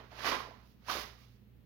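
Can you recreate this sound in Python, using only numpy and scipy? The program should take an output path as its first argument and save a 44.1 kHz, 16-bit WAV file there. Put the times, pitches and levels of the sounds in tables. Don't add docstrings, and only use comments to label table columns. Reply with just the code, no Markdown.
import sys
import numpy as np
from scipy import signal
from scipy.fft import rfft, irfft, next_fast_len
from scipy.io import wavfile

SR = 44100
rng = np.random.default_rng(int(sys.argv[2]) if len(sys.argv) > 2 else 0)


def gain_from_db(level_db):
    decades = np.asarray(level_db, float) / 20
    return 10 ** decades


def unload_audio(sound):
    columns = np.transpose(np.atleast_2d(sound))
    steps = np.round(np.clip(columns, -1, 1) * 32767)
    wavfile.write(sys.argv[1], SR, steps.astype(np.int16))


N = 72765
TIME = np.arange(N) / SR
SIZE = next_fast_len(2 * N)
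FREQ = np.maximum(np.arange(SIZE // 2 + 1) * SR / SIZE, 1)

# pitch_hz, level_db (rms)
HUM_LINES = [(59.2, -63.5), (86.1, -79.5), (118.4, -65.5), (204.6, -77.5)]
# time_s, change_db
HUM_LOAD = [
    (0, 0),
    (.4, 3.5),
    (.55, -1.5),
    (.75, -1.5),
    (.9, 2.5),
    (1.65, -1.5),
]
# pitch_hz, level_db (per Hz)
AIR_COLOUR = [(20, -48), (40, -29), (60, -10.5), (128, -9.5), (155, -14.5), (210, -8), (290, -19),
              (520, -24), (1100, -50.5)]
# pitch_hz, level_db (per Hz)
HISS_COLOUR = [(300, 5), (1000, 0), (2600, 0.5), (4000, -4.5), (6800, -19.5), (8600, -37), (10000, -18.5),
               (15500, -1.5)]
# pitch_hz, difference_db
NOISE_PAN = [(60, -11.5), (240, -11), (900, -4.5), (3500, 2), (9000, -3.5), (15000, -0.5)]
# pitch_hz, likeness (0 to 1)
NOISE_ALIKE = [(30, 1), (150, 0.34), (600, 0.6), (2000, 0.017)]
# time_s, pitch_hz, level_db
HOLLOW = [(.21, 1162, -80), (.255, 1150, -40), (0.288, 1111, -35.5), (.308, 1100, -70), (.322, 1100, -42),
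          (0.347, 980, -40), (0.384, 1090, -48.5), (0.444, 970, -55.5), (0.549, 1000, -69),
          (0.621, 993.7, -85), (0.869, 1101, -93), (0.898, 1193, -39), (0.939, 1050, -47.5),
          (1.052, 1030, -74)]
# start_s, peak_db, pitch_hz (hollow), crack_db
KNOCKS = [(.005, -47.5, 464, -12), (0.021, -64, 645, -28), (.118, -48, 710, -21), (0.129, -48.5, 626, -16),
          (.188, -42.5, 945, -3), (.205, -43, 1734, -23.5), (.246, -35, 790, 7), (.253, -34, 1275, -14),
          (0.269, -38, 765, -19), (.271, -33.5, 2000, -27), (0.276, -34.5, 1184, -13),
          (0.288, -39, 1353, -9), (0.3197, -29, 1028, 7), (0.3281, -29.5, 909, 2.5),
          (.334, -34.5, 1220, -28), (.402, -40.5, 1195, -9), (.472, -44.5, 664, -17), (.485, -50, 498, -20),
          (.51, -49.5, 681, -27), (0.884, -36.5, 1006, -24), (0.897, -30, 1210, -17), (.903, -37, 1499, -2),
          (0.915, -37, 910, -17.5), (.953, -31.5, 427, -10), (.967, -32.5, 584, -20), (.985, -38, 354, -24)]
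# multiple (of the hollow pitch), level_db, t60_s (time to fade by 60 dB)
SHELL_MODES = [(.27, -13, 0.026), (.45, -18, 0.0068), (.62, -8.5, 0.045), (1.0, 1, 0.025),
               (1.25, -2, 0.019), (1.8, -15.5, 0.038), (2.25, 0.5, 0.005), (3.0, -7, 0.006)]
# start_s, rise_s, hold_s, level_db, brightness_db (per octave)
STROKES = [(-.03, 0.0055, 0.036, -52.5, -3.5), (0.018, 0.022, 0.031, -67, -2.5),
           (0.077, 0.04, 0.047, -59, -1), (0.138, 0.055, 0.1, -49.5, 0), (.215, .045, 0.032, -35.5, 0),
           (0.302, 0.015, 0.037, -39, -2), (.37, 0.022, 0.019, -56, 2), (0.452, 0.0089, .05, -64, -2.5),
           (0.519, 0.023, 0.096, -70, -1.5), (0.615, 0.049, 0.057, -71, 6.5),
           (0.778, 0.027, 0.028, -76.5, -1), (.855, 0.045, 0.028, -38, 1.5), (0.918, 0.037, 0.055, -45, 3),
           (1.005, 0.018, 0.056, -61.5, 0), (1.108, .02, 0.039, -75, 5), (1.166, 0.023, 0.061, -67, 3),
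           (1.264, 0.021, 0.076, -77.5, 4)]
# pitch_hz, level_db (per Hz)
RUB_COLOUR = [(120, -21.5), (240, -5.5), (450, -5.5), (1100, -3), (2000, -7.5), (3500, -12), (6000, -16),
              (15000, -23)]
# pitch_hz, gain_db
LEFT_PORT = [(100, -7), (500, -5), (1500, -6.5), (5000, -10.5), (8300, -14.5), (9800, -3), (13000, -9),
             (15700, -30.5)]
RIGHT_PORT = [(100, -1.5), (5000, 9), (6500, 3), (7600, -11.5), (8700, -12), (9400, -14), (12000, 1),
              (16000, -1)]


def rms_one(x):
    return x / np.sqrt(np.mean(x ** 2) + 1e-20)


def at_hz(points):
    hz, value = np.transpose(points)
    return np.interp(np.log(FREQ), np.log(np.maximum(hz, 1)), value)


def colour(x, gain):
    return irfft(rfft(x, SIZE) * gain, SIZE)[..., :N]


def drift(rate_hz):
    r = np.exp(-2 * np.pi * rate_hz / SR)
    sway = signal.lfilter([1], [1, -2 * r, r * r], rng.standard_normal(2 * N))
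    return rms_one(sway[N:])


def pair_of(mid, side, alike):
    shared = np.sqrt(1 + alike) * mid
    opposed = np.sqrt(1 - alike) * side * [[1], [-1]]
    return (shared + opposed) / np.sqrt(2)


def hum():
    wobble_db, pan_db = 1.2, -3
    lines = 0
    for hz, level_db in HUM_LINES:
        level = np.sqrt(2) * gain_from_db(level_db + wobble_db * drift(6.3))
        lines = lines + level * np.sin(2 * np.pi * hz * TIME + drift(6.2) / 2)
    load = gain_from_db(np.interp(TIME, *np.transpose(HUM_LOAD)))
    return lines * load * gain_from_db([[pan_db / 2], [-pan_db / 2]])


def steady_noise(spectrum, level_db):
    mid, side = rfft(rng.standard_normal((2, N)), SIZE)
    alike = np.clip(at_hz(NOISE_ALIKE), 0, 1)
    pan_db = at_hz(NOISE_PAN) / 2
    gain = gain_from_db(at_hz(spectrum) + np.array([pan_db, -pan_db]))
    pair = pair_of(mid, side, alike) * gain
    return gain_from_db(level_db) * rms_one(irfft(pair, SIZE)[:, :N])


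def hollow():
    width_hz, wander_hz, flutter_db = 59.4, 44.9, 3
    s, hz, level_db = np.transpose(HOLLOW)
    pitch_hz = np.interp(TIME, s, hz) + wander_hz * drift(width_hz)
    loudness_db = np.interp(TIME, s, level_db, left=-120, right=-120) + flutter_db * drift(width_hz)
    return np.sin(2 * np.pi * np.cumsum(pitch_hz) / SR) * gain_from_db(loudness_db)


def knocks():
    crack_hz, contact_s, vary_db = 2010, 0.00089, 2
    out = np.zeros(N + SR)
    t = np.arange(SR // 8) / SR
    contact = 1 - np.exp(-t / contact_s)
    click = np.sin(2 * np.pi * crack_hz * t) * np.exp(-2 * crack_hz * t)
    chance = rng.standard_normal((len(KNOCKS), len(SHELL_MODES)))
    for (start, peak_db, hz, crack_db), vary in zip(KNOCKS, chance):
        ring = 0
        for (multiple, level_db, t60), v in zip(SHELL_MODES, vary):
            fade = gain_from_db(level_db + vary_db * v - 60 * t / t60)
            ring = ring + fade * np.sin(2 * np.pi * hz * multiple * t)
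        i = int(start * SR)
        out[i:i + len(t)] += gain_from_db(peak_db + 2) * (ring * contact + gain_from_db(crack_db) * click)
    return out[:N]


def rubbing():
    slips_per_s, slip_spread_db, smooth_share = 2500, 3, 0.55
    judder_db, judder_hz = 0.5, 40.4
    rise_range_db, release_db_per_s = 27, 385
    alike_below_hz = 438

    size_db = slip_spread_db * np.minimum(rng.exponential(1, (2, N)), 4)
    sizes = gain_from_db(size_db) * rng.choice([-1, 1], (2, N))
    slips = rms_one(sizes * (rng.random((2, N)) < slips_per_s / SR))
    cloth = rng.standard_normal((2, N))
    grain = smooth_share * cloth + (1 - smooth_share) * slips
    grain = grain * gain_from_db(judder_db * drift(judder_hz))
    spread = pair_of(*rfft(grain, SIZE), 1 / (1 + (FREQ / alike_below_hz) ** 2))
    out = 0
    for start, rise, hold, level_db, bright_db in STROKES:
        t = TIME - start
        swell_db = rise_range_db * (t / rise - 1)
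        release_db = -release_db_per_s * (t - rise - hold)
        shape_db = np.clip(np.minimum(swell_db, release_db), -90, 0)
        gain = gain_from_db(at_hz(RUB_COLOUR) + bright_db * np.log2(FREQ / 1000))
        rub = rms_one(irfft(spread * gain, SIZE)[:, :N])
        out = out + rub * gain_from_db(level_db + shape_db)
    return out


def room(x):
    tail_db, t60_s, treble_t60_s, split_hz, gap_s = -5, 0.46, 0.35, 5000, 0.0083
    left_db, left_lag_s, alike_below_hz = 1, .0001, 253

    noise = rng.standard_normal((2, 2, N))
    late = np.maximum(TIME - gap_s, 0)
    onset = 1 - np.exp(-late / gap_s)
    low = 1 / np.sqrt(1 + (FREQ / split_hz) ** 2)
    bass = rfft(noise[0] * onset * gain_from_db(-60 * late / t60_s), SIZE) * low
    treble = rfft(noise[1] * onset * gain_from_db(-60 * late / treble_t60_s), SIZE) * np.sqrt(1 - low ** 2)
    mid, side = bass + treble
    tail = pair_of(mid, side, 1 / (1 + (FREQ / alike_below_hz) ** 2))
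    tail = tail / np.sqrt(SR * t60_s / np.log(1e6))
    left = gain_from_db(left_db) * np.exp(-2j * np.pi * FREQ * left_lag_s)
    direct = np.array([left, np.ones(len(FREQ))])
    return colour(x, direct + gain_from_db(tail_db) * tail)


def scene():
    background = hum() + steady_noise(AIR_COLOUR, -63.5) + steady_noise(HISS_COLOUR, -72.5)
    handling = room(hollow() + knocks() + rubbing())
    ports = gain_from_db(np.array([at_hz(LEFT_PORT), at_hz(RIGHT_PORT)]))
    return background + colour(handling, ports)


def top_cut(x):
    return signal.sosfilt(signal.butter(12, 15950, fs=SR, output="sos"), x)


def record(dry):
    notch_hz, width_hz, notch_db = 8150, 700, -4
    dip_db = notch_db * np.exp(-((FREQ - notch_hz) / width_hz) ** 2)
    return top_cut(colour(dry, gain_from_db(dip_db)))


dry = scene()
out = record(dry)
unload_audio(out)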